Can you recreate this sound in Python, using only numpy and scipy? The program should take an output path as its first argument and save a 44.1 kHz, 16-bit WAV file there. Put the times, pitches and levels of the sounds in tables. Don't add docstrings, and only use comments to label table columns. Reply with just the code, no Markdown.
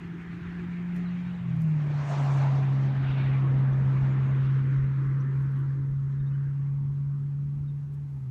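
import sys
import numpy as np
from scipy import signal
from scipy.io import wavfile

SR = 44100
rng = np.random.default_rng(int(sys.argv[2]) if len(sys.argv) > 2 else 0)


def boost_factor(decibels):
    exponent = np.asarray(decibels, float) / 20
    return 10 ** exponent


def waveform_to_disk(signal):
    frames = np.transpose(np.atleast_2d(signal))
    scaled = np.clip(frames, -1, 1) * 32767
    samples = np.round(scaled).astype(np.int16)
    wavfile.write(sys.argv[1], SR, samples)


N = 366206
STEP = 40
SLOW_S = np.arange(N // STEP + 2) * STEP / SR


def rms_one(x):
    return x / np.sqrt(np.mean(x ** 2) + 1e-20)


def in_time(rows):
    s, *columns = np.transpose(rows)
    return np.array([np.interp(SLOW_S, s, column) for column in columns])


def full_rate(slow):
    return np.interp(np.arange(N) / STEP, np.arange(len(slow)), slow)


def at_hz(points, hz):
    curve_hz, value = np.transpose(points)
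    return np.interp(np.log(hz), np.log(curve_hz), value)


def drift(rate_hz):
    r = np.exp(-2 * np.pi * STEP * rate_hz / SR)
    settle = 2000
    noise = rng.standard_normal(len(SLOW_S) + settle)
    return rms_one(signal.lfilter([1], [1, -2 * r, r * r], noise)[settle:])


def swell(middle_s, half_s, edge=2):
    return np.exp(-np.abs((SLOW_S - middle_s) / half_s) ** edge)


def bandpass(x, order, low_hz, high_hz):
    return signal.sosfilt(signal.butter(order, [low_hz, high_hz], "band", fs=SR, output="sos"), x)


# time in seconds, rate in Hz.
FIRING = [(0, 169.8), (.6, 174), (1, 176), (1.32, 177.3), (1.44, 173), (1.68, 157), (1.84, 146.5),
          (1.95, 145.5), (2.35, 137.4), (3, 134.4), (3.7, 133.7), (4.4, 134), (6, 137.4), (7.65, 142.3),
          (8.04, 142.6), (8.15, 138.6), (8.22, 132.4), (8.31, 127.5)]
# time in seconds, level in dB.
HUM = [(0.0, -40), (0.16, -38), (0.28, -42.5), (0.3, -38), (1.02, -29.5), (1.38, -34.5), (1.66, -24),
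       (2.01, -28.5), (2.06, -30), (2.29, -22.5), (3.17, -25.5), (3.33, -23), (4.76, -24), (5.73, -27.5),
       (7.03, -28.5), (7.7, -31), (7.86, -34), (8.3, -33.5)]
ORDERS = (.75, 1.25, 1.5, 2)
# dB re hum while pulling, dB re hum after the throttle lifts,
# swell middle in seconds, swell half length in seconds, swell in dB.
ORDER_LEVELS = [
    (-17, -29, 1.45, .38, 20),
    (-25.5, -38.5, 1.8, 0.28, 9.5),
    (-39.5, -27, 3.4, 1, 4.5),
    (-21.5, -35.5, 3.1, .6, 13),
]
# time in seconds, waver in radians per order.
WAVER = [(0, 1.3), (1.4, 1.3), (2.4, .6), (4.2, .6), (5.5, 1.1), (8.3, 1.3)]


def exhaust():
    firing_hz, hum_db = in_time(FIRING)[0], in_time(HUM)[0]
    waver_rad = in_time(WAVER)[0]
    lift_s, lift_takes_s = 1.05, 0.25
    pull = 0.5 - 0.5 * np.tanh((SLOW_S - lift_s) / lift_takes_s)
    turns = np.cumsum(full_rate(firing_hz)) / SR
    level = full_rate(boost_factor(hum_db + 0.5 * drift(6.0) + 0.14 * drift(35.0)))
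    jitter_rad = full_rate(0.046 * drift(23.0))
    out = level * np.sin(2 * np.pi * turns + jitter_rad)
    for order, (pull_db, lifted_db, middle_s, half_s, swell_db) in zip(ORDERS, ORDER_LEVELS):
        level_db = hum_db + lifted_db + pull * (pull_db - lifted_db)
        level_db = level_db + swell_db * swell(middle_s, half_s) + 3.0 * drift(6.0)
        phase = 2 * np.pi * order * turns + full_rate(waver_rad * order * drift(4))
        out += full_rate(boost_factor(level_db)) * np.sin(phase)
    return np.sqrt(2) * out


def bands(colour, count):
    white = rng.standard_normal((2, N + SR // 4))
    edges = np.geomspace(colour[0][0], min(colour[-1][0], 0.45 * SR), count + 1)
    for k, (low_hz, high_hz) in enumerate(zip(edges, edges[1:])):
        hz = np.sqrt(low_hz * high_hz)
        band = bandpass(white[k % 2], 3, low_hz, high_hz)
        yield hz, boost_factor(at_hz(colour, hz)) * band[-N:]


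# time in seconds, nearness in dB, brightness in dB per octave.
PASS = [(0, -1.5, 3.5), (1.2, 0, 4), (1.75, -1.5, 1), (2.1, 5, 0), (2.5, 5, 0.5), (2.8, 2.5, -1.5),
        (3.6, 4, -6), (4.3, 4, -2), (5, -1.5, -4), (5.6, -3.5, -5), (6, -8, -2.5), (7, -11.5, -3),
        (8.3, -15, -2.5)]
# frequency in Hz, share of the pass it follows.
FOLLOWS = [(100, .15), (230, .75), (800, 0.97), (1700, 1.21), (3400, 1.25), (6000, 0.56), (12000, 0.47)]
# middle in seconds, half length in seconds,
# centre in Hz, width in octaves, gain in dB.
GAPS = [(0.348, 0.37, 332, 0.23, 6.5), (0.499, 0.57, 1723, .35, 4.5), (1.38, 0.22, 331, .6, -4),
        (1.55, 0.22, 107.7, .6, 3.5), (2.3, 0.37, 788, .7, 11.5), (2.25, 0.46, 6450, .8, 13),
        (2.09, 0.048, 10070, 0.98, 9), (2.24, .035, 11420, .6, 8.5), (2.358, 0.065, 11390, 0.64, 8.5),
        (2.55, 0.037, 7040, .9, 4.5), (2.74, .03, 5540, .6, 5.5), (2.85, 0.039, 5520, .6, 6.5),
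        (3.2, 0.2, 2414, .7, 7.5), (3.14, .27, 4220, 0.53, 9), (3.095, 0.38, 738, .5, 3.5),
        (3.95, .12, 6000, .6, 7.5), (4.46, 0.061, 4000, .5, 7), (5.19, 0.71, 1650, .45, 6),
        (5.805, .8, 2435, 0.23, -5), (5.8, .25, 332, 0.6, 2), (6.4, 0.24, 1586, .4, 7.5),
        (6.773, .17, 947, .3, 7.5), (7.15, .1, 1218, .3, 7), (8.2, .1, 900, .4, 3)]


def passing_db(hz):
    near_db, tilt_db = in_time(PASS)
    octaves = np.clip(np.log2(hz / 1500), -0.49, 0.49)
    db = at_hz(FOLLOWS, hz) * (near_db + tilt_db * octaves)
    for middle_s, half_s, gap_hz, width_octaves, gap_db in GAPS:
        share = np.exp(-(np.log2(hz / gap_hz) / width_octaves) ** 2)
        db = db + gap_db * share * swell(middle_s, half_s, edge=2.2)
    return db - db.mean()


# time in seconds, centre in Hz, depth in dB.
GROUND = [
    (0, 546, 16.5),
    (1.3, 527, 5.5),
    (1.8, 500, 0.5),
    (4.25, 700, 3),
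    (4.7, 713, 14.5),
    (5.3, 684, 17.5),
    (6.6, 674, 12.5),
    (8.3, 595, 6.5),
]


def moving_noise(colour, level_db, patchy_db, patch_rate_hz, count):
    dip_hz, depth_db = in_time(GROUND)
    ground_octaves = 0.32
    trunk_hz = 3040
    trunks_db = 1.5 * drift(9.0)
    out, steady = 0, 0
    for hz, band in bands(colour, count):
        dip_db = depth_db * np.exp(-(np.log2(hz / dip_hz) / ground_octaves) ** 2)
        flicker_db = trunks_db * hz / (hz + trunk_hz) + patchy_db * drift(patch_rate_hz)
        out = out + band * full_rate(boost_factor(passing_db(hz) - dip_db + flicker_db))
        steady = steady + band
    return boost_factor(level_db) * out / np.std(steady)


# frequency in Hz, level in dB per Hz.
RUMBLE_COLOUR = [(55, -19.5), (75, -1), (100, -2), (150, 2), (210, -6.5), (300, -8.5), (420, -13.5),
                 (560, -24), (750, -42)]


def exhaust_rumble():
    return moving_noise(RUMBLE_COLOUR, level_db=-44, patchy_db=2.0, patch_rate_hz=6.0, count=13)


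# frequency in Hz, level in dB per Hz.
TYRE_COLOUR = [(420, -16), (550, 1), (800, -0.5), (1050, -1.5), (1500, -3), (2000, -6.5), (2700, -14.5),
               (4300, -25), (5000, -28), (6800, -30), (8200, -40.5), (11000, -49), (14500, -55)]


def tyres():
    return moving_noise(TYRE_COLOUR, level_db=-53, patchy_db=1.86, patch_rate_hz=11.0, count=24)


# middle in seconds, half length in seconds, level in dB.
GUSTS = [(0.408, 0.23, -65), (1.3, 0.22, -62), (2.51, 0.072, -49), (3.051, .08, -44.5), (3.27, 0.072, -44),
         (3.667, 0.21, -44.5), (4.08, 0.12, -47.5), (4.313, 0.045, -48.5), (4.44, .06, -44.5),
         (4.62, .07, -48), (4.8, 0.052, -42), (5.1, 0.062, -49), (5.4, 0.11, -47), (5.592, .1, -50),
         (5.898, 0.11, -48), (6.23, .08, -48), (6.484, 0.057, -50), (6.72, .08, -52), (7.0, 0.12, -52),
         (7.555, 0.25, -53.5), (8.2, .05, -60)]


def wind():
    low = bandpass(rng.standard_normal(N + SR), 2, 36, 95)[SR:]
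    gusts = boost_factor(-63)
    for middle_s, half_s, db in GUSTS:
        gusts = gusts + boost_factor(db) * swell(middle_s, half_s, edge=1.5)
    return rms_one(low) * full_rate(gusts * boost_factor(3.5 * drift(11.0)))


# frequency in Hz, level in dB per Hz.
AIR_COLOUR = [(1200, -6), (2000, -2), (3200, -2.5), (4500, -4.5), (6300, -5.5), (8000, -12.5), (11000, -8),
              (15500, -18)]


def still_air():
    return boost_factor(-77.5) * rms_one(sum(band for hz, band in bands(AIR_COLOUR, count=8)))


# middle in seconds, half length in seconds, level in dB, lowest frequency in Hz.
RUSTLES = [(0.927, .015, -80.5, 6000), (0.972, 0.05, -68.5, 3300), (1.566, 0.011, -71, 5000),
           (1.621, .04, -71.5, 5000), (5.19, .01, -80.5, 9030), (5.369, 0.042, -80.5, 7000),
           (5.422, .045, -77, 7500), (5.566, .09, -80.5, 8070), (5.904, 0.05, -82, 4950),
           (7.577, 0.061, -84, 5000), (7.941, .03, -73, 3300), (8.179, 0.14, -79, 4000)]


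def grass():
    out = np.zeros(N + SR)
    for middle_s, half_s, level_db, low_hz in RUSTLES:
        start, count = round((middle_s - half_s) * SR), round(2 * half_s * SR)
        spikes = boost_factor(4.3 * rng.exponential(1, SR // 2))
        crackle = bandpass(rng.standard_normal(SR // 2) * spikes, 2, low_hz, 14500)
        out[start:start + count] += boost_factor(level_db) * rms_one(crackle)[:count] * np.hanning(count)
    return out[:N]


# start in seconds, length in seconds, middle pitch in Hz, glide in Hz, level in dB.
CHIRPS = [(1.05, 0.037, 3970, -450, -61), (1.08, 0.018, 4200, 948, -63), (1.245, 0.066, 3790, 299, -67.5),
          (1.338, .02, 3850, 498, -64), (3.724, .021, 6020, -380, -70), (4.1, .045, 6860, 44, -73),
          (4.198, 0.05, 6700, 181, -83), (4.861, .03, 4000, 499.5, -71), (5.199, .02, 5820, 651, -65),
          (6.19, 0.027, 3690, -49, -71), (6.26, 0.032, 3700, 301, -67.5), (6.287, .03, 3920, 10, -82),
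          (6.308, .02, 2560, -110, -67), (6.326, 0.038, 2980, 87, -67), (6.363, .05, 3350, 380, -78),
          (7.675, .03, 3700, -230, -68.5), (7.7, .012, 3730, 299, -76)]


def birds():
    out = np.zeros(N)
    for start_s, length_s, middle_hz, glide_hz, level_db in CHIRPS:
        start, count = round(start_s * SR), round(length_s * SR)
        pitch_hz = middle_hz + glide_hz * np.linspace(-0.5, 0.5, count)
        note = np.sin(2 * np.pi * np.cumsum(pitch_hz) / SR)
        out[start:start + count] += boost_factor(level_db) * np.hanning(count) ** 0.22 * note
    return out


def scene():
    vehicle = exhaust() + exhaust_rumble() + tyres()
    breeze = wind() + still_air()
    near = grass() + birds()
    return (vehicle + breeze + near)[None]


def top_cut(x):
    return signal.sosfilt(signal.butter(12, 15270, fs=SR, output="sos"), x)


# centre in Hz, width in Hz, gain in dB.
PORT_DIPS = [
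    (5000, 720, -2),
    (8250, 370, -1),
    (10500, 650, -6.5),
]


def record(dry):
    for hz, width_hz, db in PORT_DIPS:
        peak = signal.lfilter(*signal.iirpeak(hz, hz / width_hz, fs=SR), dry)
        dry = dry + (boost_factor(db) - 1) * peak
    return top_cut(dry)


dry = scene()
out = record(dry)
waveform_to_disk(out)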